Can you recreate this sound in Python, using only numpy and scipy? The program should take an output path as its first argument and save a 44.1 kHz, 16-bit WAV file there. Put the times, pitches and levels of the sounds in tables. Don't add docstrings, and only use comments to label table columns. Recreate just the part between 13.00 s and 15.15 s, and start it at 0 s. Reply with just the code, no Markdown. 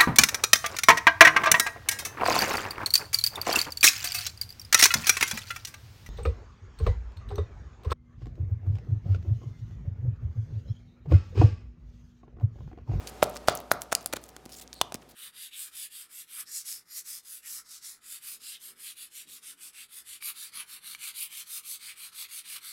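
import sys
import numpy as np
from scipy import signal
from scipy.fft import rfft, irfft
from scipy.io import wavfile
from scipy.ndimage import uniform_filter1d

SR = 44100
rng = np.random.default_rng(int(sys.argv[2]) if len(sys.argv) > 2 else 0)


def master_out(mix):
    frames = np.transpose(np.atleast_2d(mix))
    ceiling = np.clip(frames, -1, 1)
    pcm = np.round(ceiling * 32767).astype(np.int16)
    wavfile.write(sys.argv[1], SR, pcm)


def boost(x):
    u = np.asarray(x, float) / 20
    return 10 ** u


N = 94815


def rms_one(x):
    return x / np.sqrt(np.mean(x ** 2) + 1e-20)


def in_time(rows):
    s, value = np.transpose(rows)
    return np.interp(np.arange(N) / SR, s, value)


def at_hz(points, hz):
    table_hz, value = np.array(points).T
    return np.interp(np.log(hz + 1), np.log(table_hz), value)


def colour(x, spectrum):
    hz = np.arange(N // 2 + 1) * SR / N
    return rms_one(irfft(rfft(x) * boost(at_hz(spectrum, hz)), N))


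def resonate(x, hz, width_hz):
    r = np.exp(-np.pi * width_hz / SR)
    return signal.lfilter([1 - r], [1, -2 * r * np.cos(2 * np.pi * hz / SR), r * r], x)


def bandpass(x, edges_hz, order):
    return signal.sosfilt(signal.butter(order, edges_hz, "band", fs=SR, output="sos"), x)


def add(out, s, grain):
    i = int(s * SR)
    out[i:i + len(grain)] += grain[:N - i]


def stroke(s, length, edge_s):
    start = int(s * SR)
    t = np.arange(min(int((length + .01) * SR), N - start)) / SR
    return start, np.clip(np.minimum(t, length - t) / edge_s, 0, 1)


HUM_WAVER_DB = 2.5
# frequency in Hz, relative level in dB.
AIR = [(24, -17), (60, -1.5), (130, 3.5), (324, 4), (497, 2.5), (744, -0.5), (1110, -6), (2250, -11.5),
       (7180, -18.5), (14200, -24.5), (16500, -38)]
# time in seconds, level in dB.
AIR_LEVEL = [(0, -47.5), (.2, -48.5), (.8, -56), (1.3, -56.5), (2.15, -58.5)]
# frequency in Hz, middle peak level in dB over the rms of the air noise.
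HUM = [(58, 0), (253, -9), (754, -7.5), (1254, -14)]


def air():
    t = np.arange(N) / SR
    out = colour(rng.standard_normal(N), AIR)
    for hz, db in HUM:
        waver = np.interp(t, np.linspace(0, t[-1], 12), rng.standard_normal(12))
        out = out + boost(db + HUM_WAVER_DB * waver) * np.sin(2 * np.pi * (hz * t + rng.random()))
    return boost(in_time(AIR_LEVEL)) * out


SLIDE_BAND_HZ, SLIDE_EDGE_S = (2100, 16000), 0.003
SLIDE_PATCHY_DB, SLIDE_PATCH_S = 5.5, 0.003
SLIDE_GRAINS_PER_S = 1800
SLIDE_WIDTH_SHARE = 0.2
SLIDE_OVERTONE_DB = -8
# (the resonance gets 4 dB less, its octave 12).
SLIDES = [(0.068, 0.033, -47, 4650, -55), (1.494, 0.022, -57, 4940, -68), (1.517, 0.039, -49.5, 5160, -49),
          (1.557, 0.049, -53, 7400, -48.5), (1.61, 0.018, -45, 3800, -51), (1.626, 0.019, -58, 3760, -58),
          (1.733, 0.014, -54, 4460, -51), (1.75, 0.07, -68, 4300, -51.5), (2.087, 0.036, -59, 4850, -62)]


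def slides():
    edges = np.geomspace(*SLIDE_BAND_HZ, 7)
    hiss = 0
    for low, high in zip(edges, edges[1:]):
        patch = rms_one(uniform_filter1d(rng.standard_normal(N), int(SLIDE_PATCH_S * SR)))
        band = bandpass(rng.standard_normal(N), [low, high], 1)
        hiss = hiss + band * boost(SLIDE_PATCHY_DB * uniform_filter1d(patch, 100))
    hiss = rms_one(hiss)
    grains = rng.standard_normal(N) * (rng.random(N) < SLIDE_GRAINS_PER_S / SR)
    out = np.zeros(N)
    for s, length, hiss_db, hz, tone_db in SLIDES:
        i, shape = stroke(s, length, SLIDE_EDGE_S)
        j = i + len(shape)
        tone = 0
        for k in (1, 2):
            width_hz = k * SLIDE_WIDTH_SHARE * hz
            once = resonate(grains[i:j], k * hz, width_hz)
            twice = resonate(once, k * hz, width_hz)
            tone = tone + boost(SLIDE_OVERTONE_DB * (k - 0.5)) * rms_one(twice)
        add(out, s, shape * (boost(hiss_db) * hiss[i:j] + boost(tone_db) * tone))
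    return out


SNAP_WIDTH_PER_SPREAD = 1.15
SNAP_FIZZ_DB, SNAP_FIZZ_T60_S = -19, 0.012
SNAP_RING_DB, SNAP_RING_T60_S = -18, 0.005
# time in seconds, tick level in dB, centre in Hz, spread in Hz.
SNAPS = [(0.0732, -20.5, 5270, 2700), (0.0776, -25, 4450, 1320), (0.2287, -8, 5100, 3000),
         (0.2337, -9, 11700, 2830), (0.241, -13.5, 6100, 3200), (0.297, -27.5, 11200, 1930),
         (0.3601, -25.5, 4500, 2820), (0.3674, -20.5, 5600, 1920), (0.48, -21, 7700, 2670),
         (0.4848, 0.5, 5160, 1700), (0.4972, -15, 7150, 3190), (0.5524, -14.5, 11500, 1830),
         (0.5741, -22.5, 6660, 1090), (0.7151, -14, 7100, 3460), (0.716, -6, 6850, 3570),
         (0.7197, -7, 12200, 1810), (0.7369, -28, 8100, 2070), (0.819, -12.5, 8400, 4000),
         (0.9223, -14, 7600, 3800), (0.9268, -6, 7500, 3500), (0.9302, -14, 7000, 2400),
         (0.9513, 0, 7200, 2900), (1.0606, -8.5, 9660, 2400), (1.0729, -25.5, 9900, 3510),
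         (1.1276, -19, 8500, 3400), (1.1351, -9, 8000, 4200), (1.1668, -19, 8500, 3400),
         (1.4936, -31, 6000, 4500), (1.5864, -32, 8000, 2400), (1.2396, -25.5, 7600, 2500),
         (1.2902, -30.5, 9910, 2950), (1.3649, -27.5, 6280, 3000), (1.366, -28, 6280, 3000),
         (1.4552, -28.5, 8400, 4060), (1.46, -30, 6100, 3360), (1.598, -29, 7500, 3000),
         (1.6769, -33, 5730, 1400), (1.73, -22, 5000, 1680), (1.814, -1.5, 6630, 3100),
         (1.9231, -21.5, 6470, 3600), (1.9434, -13, 7600, 3600), (1.948, -25.5, 7000, 4000),]


def snaps():
    out, lead = np.zeros(N), 32
    t = (np.arange(900) - lead) / SR
    after = np.maximum(t, 0)
    for s, db, hz, spread_hz in SNAPS:
        phase, shift = rng.random(2)
        width_hz = SNAP_WIDTH_PER_SPREAD * spread_hz
        tick = np.cos(2 * np.pi * (hz * t + phase)) * np.exp(-2 * (np.pi * width_hz * t) ** 2)
        edges = np.clip([hz - 1.5 * width_hz, hz + 1.5 * width_hz], 1500, 17000)
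        fizz = rms_one(bandpass(rng.standard_normal(len(t)), edges, 1))
        fizz = fizz * (t > 0) * boost(SNAP_FIZZ_DB - 60 * after / SNAP_FIZZ_T60_S)
        ring_hz = hz * (.5 + 0.57 * shift)
        ring = np.sin(2 * np.pi * ring_hz * after) * boost(SNAP_RING_DB - 60 * after / SNAP_RING_T60_S)
        add(out, s - lead / SR, boost(db) * (tick + fizz + ring))
    return out


PEEL_SIZE_DB, PEEL_EDGE_S = 2.5, 0.003
PEEL_SPAN_OCTAVES = 1.1
PEEL_WIDTH_SHARE = 0.25
# start in seconds, length in seconds, level in dB,
# ticks per second, centre in Hz.
PEEL = [(0.221, 0.015, -36.5, 3800, 2500), (0.238, 0.14, -58.5, 780, 5850), (0.353, 0.026, -51, 520, 6400),
        (0.473, 0.025, -37, 2600, 4170), (0.493, 0.043, -51.5, 4200, 4600), (0.543, 0.073, -52, 470, 7740),
        (0.708, 0.017, -40.5, 3400, 7960), (0.805, 0.036, -54.5, 1200, 10100),
        (0.914, 0.018, -44, 1300, 5870), (1.005, 0.073, -55.5, 790, 7550), (1.1259, .015, -37, 4500, 3200),
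        (1.157, 0.017, -43.5, 6000, 4600), (1.813, 0.0072, -34, 4200, 5640), (1.214, 0.056, -61, 770, 7900),
        (1.28, 0.027, -59, 640, 8500), (1.941, 0.0185, -49.5, 1800, 7000), (2.011, 0.027, -61.5, 990, 3860)]


def peel():
    sizes = boost(PEEL_SIZE_DB * np.minimum(rng.exponential(1, N), 3)) * rng.choice([-1, 1], N)
    draw, dealt = rng.random(N), rng.integers(0, 14, N)
    out = np.zeros(N)
    for s, length, db, per_s, centre_hz in PEEL:
        i, shape = stroke(s, length, PEEL_EDGE_S)
        j = i + len(shape)
        ticks = sizes[i:j] * (draw[i:j] < per_s / SR) * shape
        crackle = 0
        for k, hz in enumerate(np.geomspace(900, 15500, 14)):
            ring = resonate(ticks * (dealt[i:j] == k), hz, PEEL_WIDTH_SHARE * hz)
            even = np.sin(2 * np.pi * hz / SR) * np.sqrt(centre_hz / hz)
            nearness = np.exp(-.5 * (np.log2(hz / centre_hz) / PEEL_SPAN_OCTAVES) ** 2)
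            crackle = crackle + ring * even * nearness
        add(out, s, boost(db) * rms_one(crackle))
    return out


LONG_RING_T60_S, BRIEF_RING_T60_S = 0.016, 0.0084
POP_RING_SHARE, POP_PUSH_SHARE = 0.78, 0.6
# time in seconds, level in dB before the ring and push shares,
# long-ringing cavity in Hz, brief cavity in Hz, brief cavity in dB relative to the long one.
POPS = [(0.2277, -0.5, 596, 1340, -13.5), (0.2343, -17, 650, 1330, -7), (0.3624, -30, 1170, 1190, 5),
        (0.4848, 1.5, 645, 1315, -3.5), (0.7158, -1.5, 645, 1400, 4.5), (0.9194, -30, 700, 1330, -6),
        (0.9224, -18, 1420, 400, -6), (0.9269, -8.5, 680, 1450, 0), (1.0609, -24.5, 690, 1370, -0.5),
        (1.1298, -26, 250, 1500, 4), (1.131, -30, 250, 3000, 6), (1.1366, -18, 560, 380, -2),
        (1.14, -28, 300, 500, -4), (1.1655, -33, 300, 1500, 10), (1.1702, -24, 370, 1480, -0.5),
        (1.3657, -33, 300, 1480, 0), (1.4618, -35, 231, 1180, -51), (1.81412, -10, 3550, 3000, -6),
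        (1.81438, -8, 720, 1020, 10), (1.9223, -26.5, 676, 1300, -22), (1.948, -25.5, 206, 1270, -16)]


def pops():
    out, lead = np.zeros(N), 64
    t = (np.arange(1200) - lead) / SR
    after = np.maximum(t, 0)
    for s, db, long_hz, brief_hz, brief_db in POPS:
        long_share = 1 / (1 + boost(brief_db))
        mean_hz = long_share * long_hz + (1 - long_share) * brief_hz
        unit_s = 0.17 / mean_hz
        rise = np.exp(-(np.minimum(t, 0) / (0.37 * unit_s)) ** 2)
        long_tone = np.cos(2 * np.pi * long_hz * t - .4) * boost(-60 * after / LONG_RING_T60_S)
        brief_tone = np.cos(2 * np.pi * brief_hz * t - .4) * boost(-60 * after / BRIEF_RING_T60_S)
        ring = rise * (long_share * long_tone + (1 - long_share) * brief_tone)
        suck = .5 * np.exp(-((t + 1.935 * unit_s) / (0.92 * unit_s)) ** 2)
        push = np.exp(-after / (0.29 * unit_s)) * rise - suck
        add(out, s - lead / SR, boost(db) * (POP_RING_SHARE * ring + POP_PUSH_SHARE * push))
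    return out


ROOM_DB, ROOM_ONSET_S = -11, 0.0013
ROOM_MODES_HZ, ROOM_MODE_DB, ROOM_MODE_T60_S = (593, 703, 745), -28, 0.75
# frequency in Hz, time to fall 60 dB in seconds.
ROOM_T60 = [(100, 0.45), (700, 0.52), (1500, 0.34), (4000, 0.32), (15000, 0.086)]
# frequency in Hz, relative level in dB.
ROOM_COLOUR = [(100, 8.5), (520, 0.5), (640, -4.5), (760, 2.5), (1500, -2), (3500, -2), (7000, -6),
               (15000, 1)]


def room(x):
    t = np.arange(SR) / SR
    edges = 80 * 2 ** np.arange(0, 7.8, 1 / 3)
    tail = 0
    for low, high in zip(edges, edges[1:]):
        band = bandpass(rng.standard_normal(SR), [low, high], 2)
        tail = tail + band * boost(at_hz(ROOM_COLOUR, low) - 60 * t / at_hz(ROOM_T60, low))
    for hz in ROOM_MODES_HZ:
        mode = np.sin(2 * np.pi * (hz * t + rng.random()))
        tail = tail + mode * boost(ROOM_MODE_DB - 60 * t / ROOM_MODE_T60_S)
    tail = tail * np.clip(t / ROOM_ONSET_S - .5, 0, 1) / np.sqrt(SR / 20)
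    return boost(ROOM_DB) * signal.fftconvolve(x, tail)[:N]


ECHO_S, ECHO_DB, ECHO_HZ, ECHO_WIDTH_HZ = 0.033, -26, 692, 28


def echo(x):
    late = np.pad(x, (int(ECHO_S * SR), 0))[:N]
    return boost(ECHO_DB) * resonate(late, ECHO_HZ, ECHO_WIDTH_HZ)


SLIME_CUT_HZ = 75
# time in seconds, level sent to the room and echo in dB.
WET = [(0, -0.5), (.8, 0.5), (1.8, -4)]


def scene():
    slime = slides() + snaps() + peel() + pops()
    slime = signal.sosfilt(signal.butter(2, SLIME_CUT_HZ, "high", fs=SR, output="sos"), slime)
    far = slime * boost(in_time(WET))
    return (air() + slime + room(far) + echo(far))[None]


def low_pass(x):
    return signal.sosfilt(signal.butter(12, 16820, fs=SR, output="sos"), x)


MIC_CUT_HZ = 54


def record(dry):
    thin = signal.sosfilt(signal.butter(3, MIC_CUT_HZ, "high", fs=SR, output="sos"), dry)
    mix = np.clip(thin, -1, 1)
    return low_pass(mix)


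dry = scene()
out = record(dry)
master_out(out)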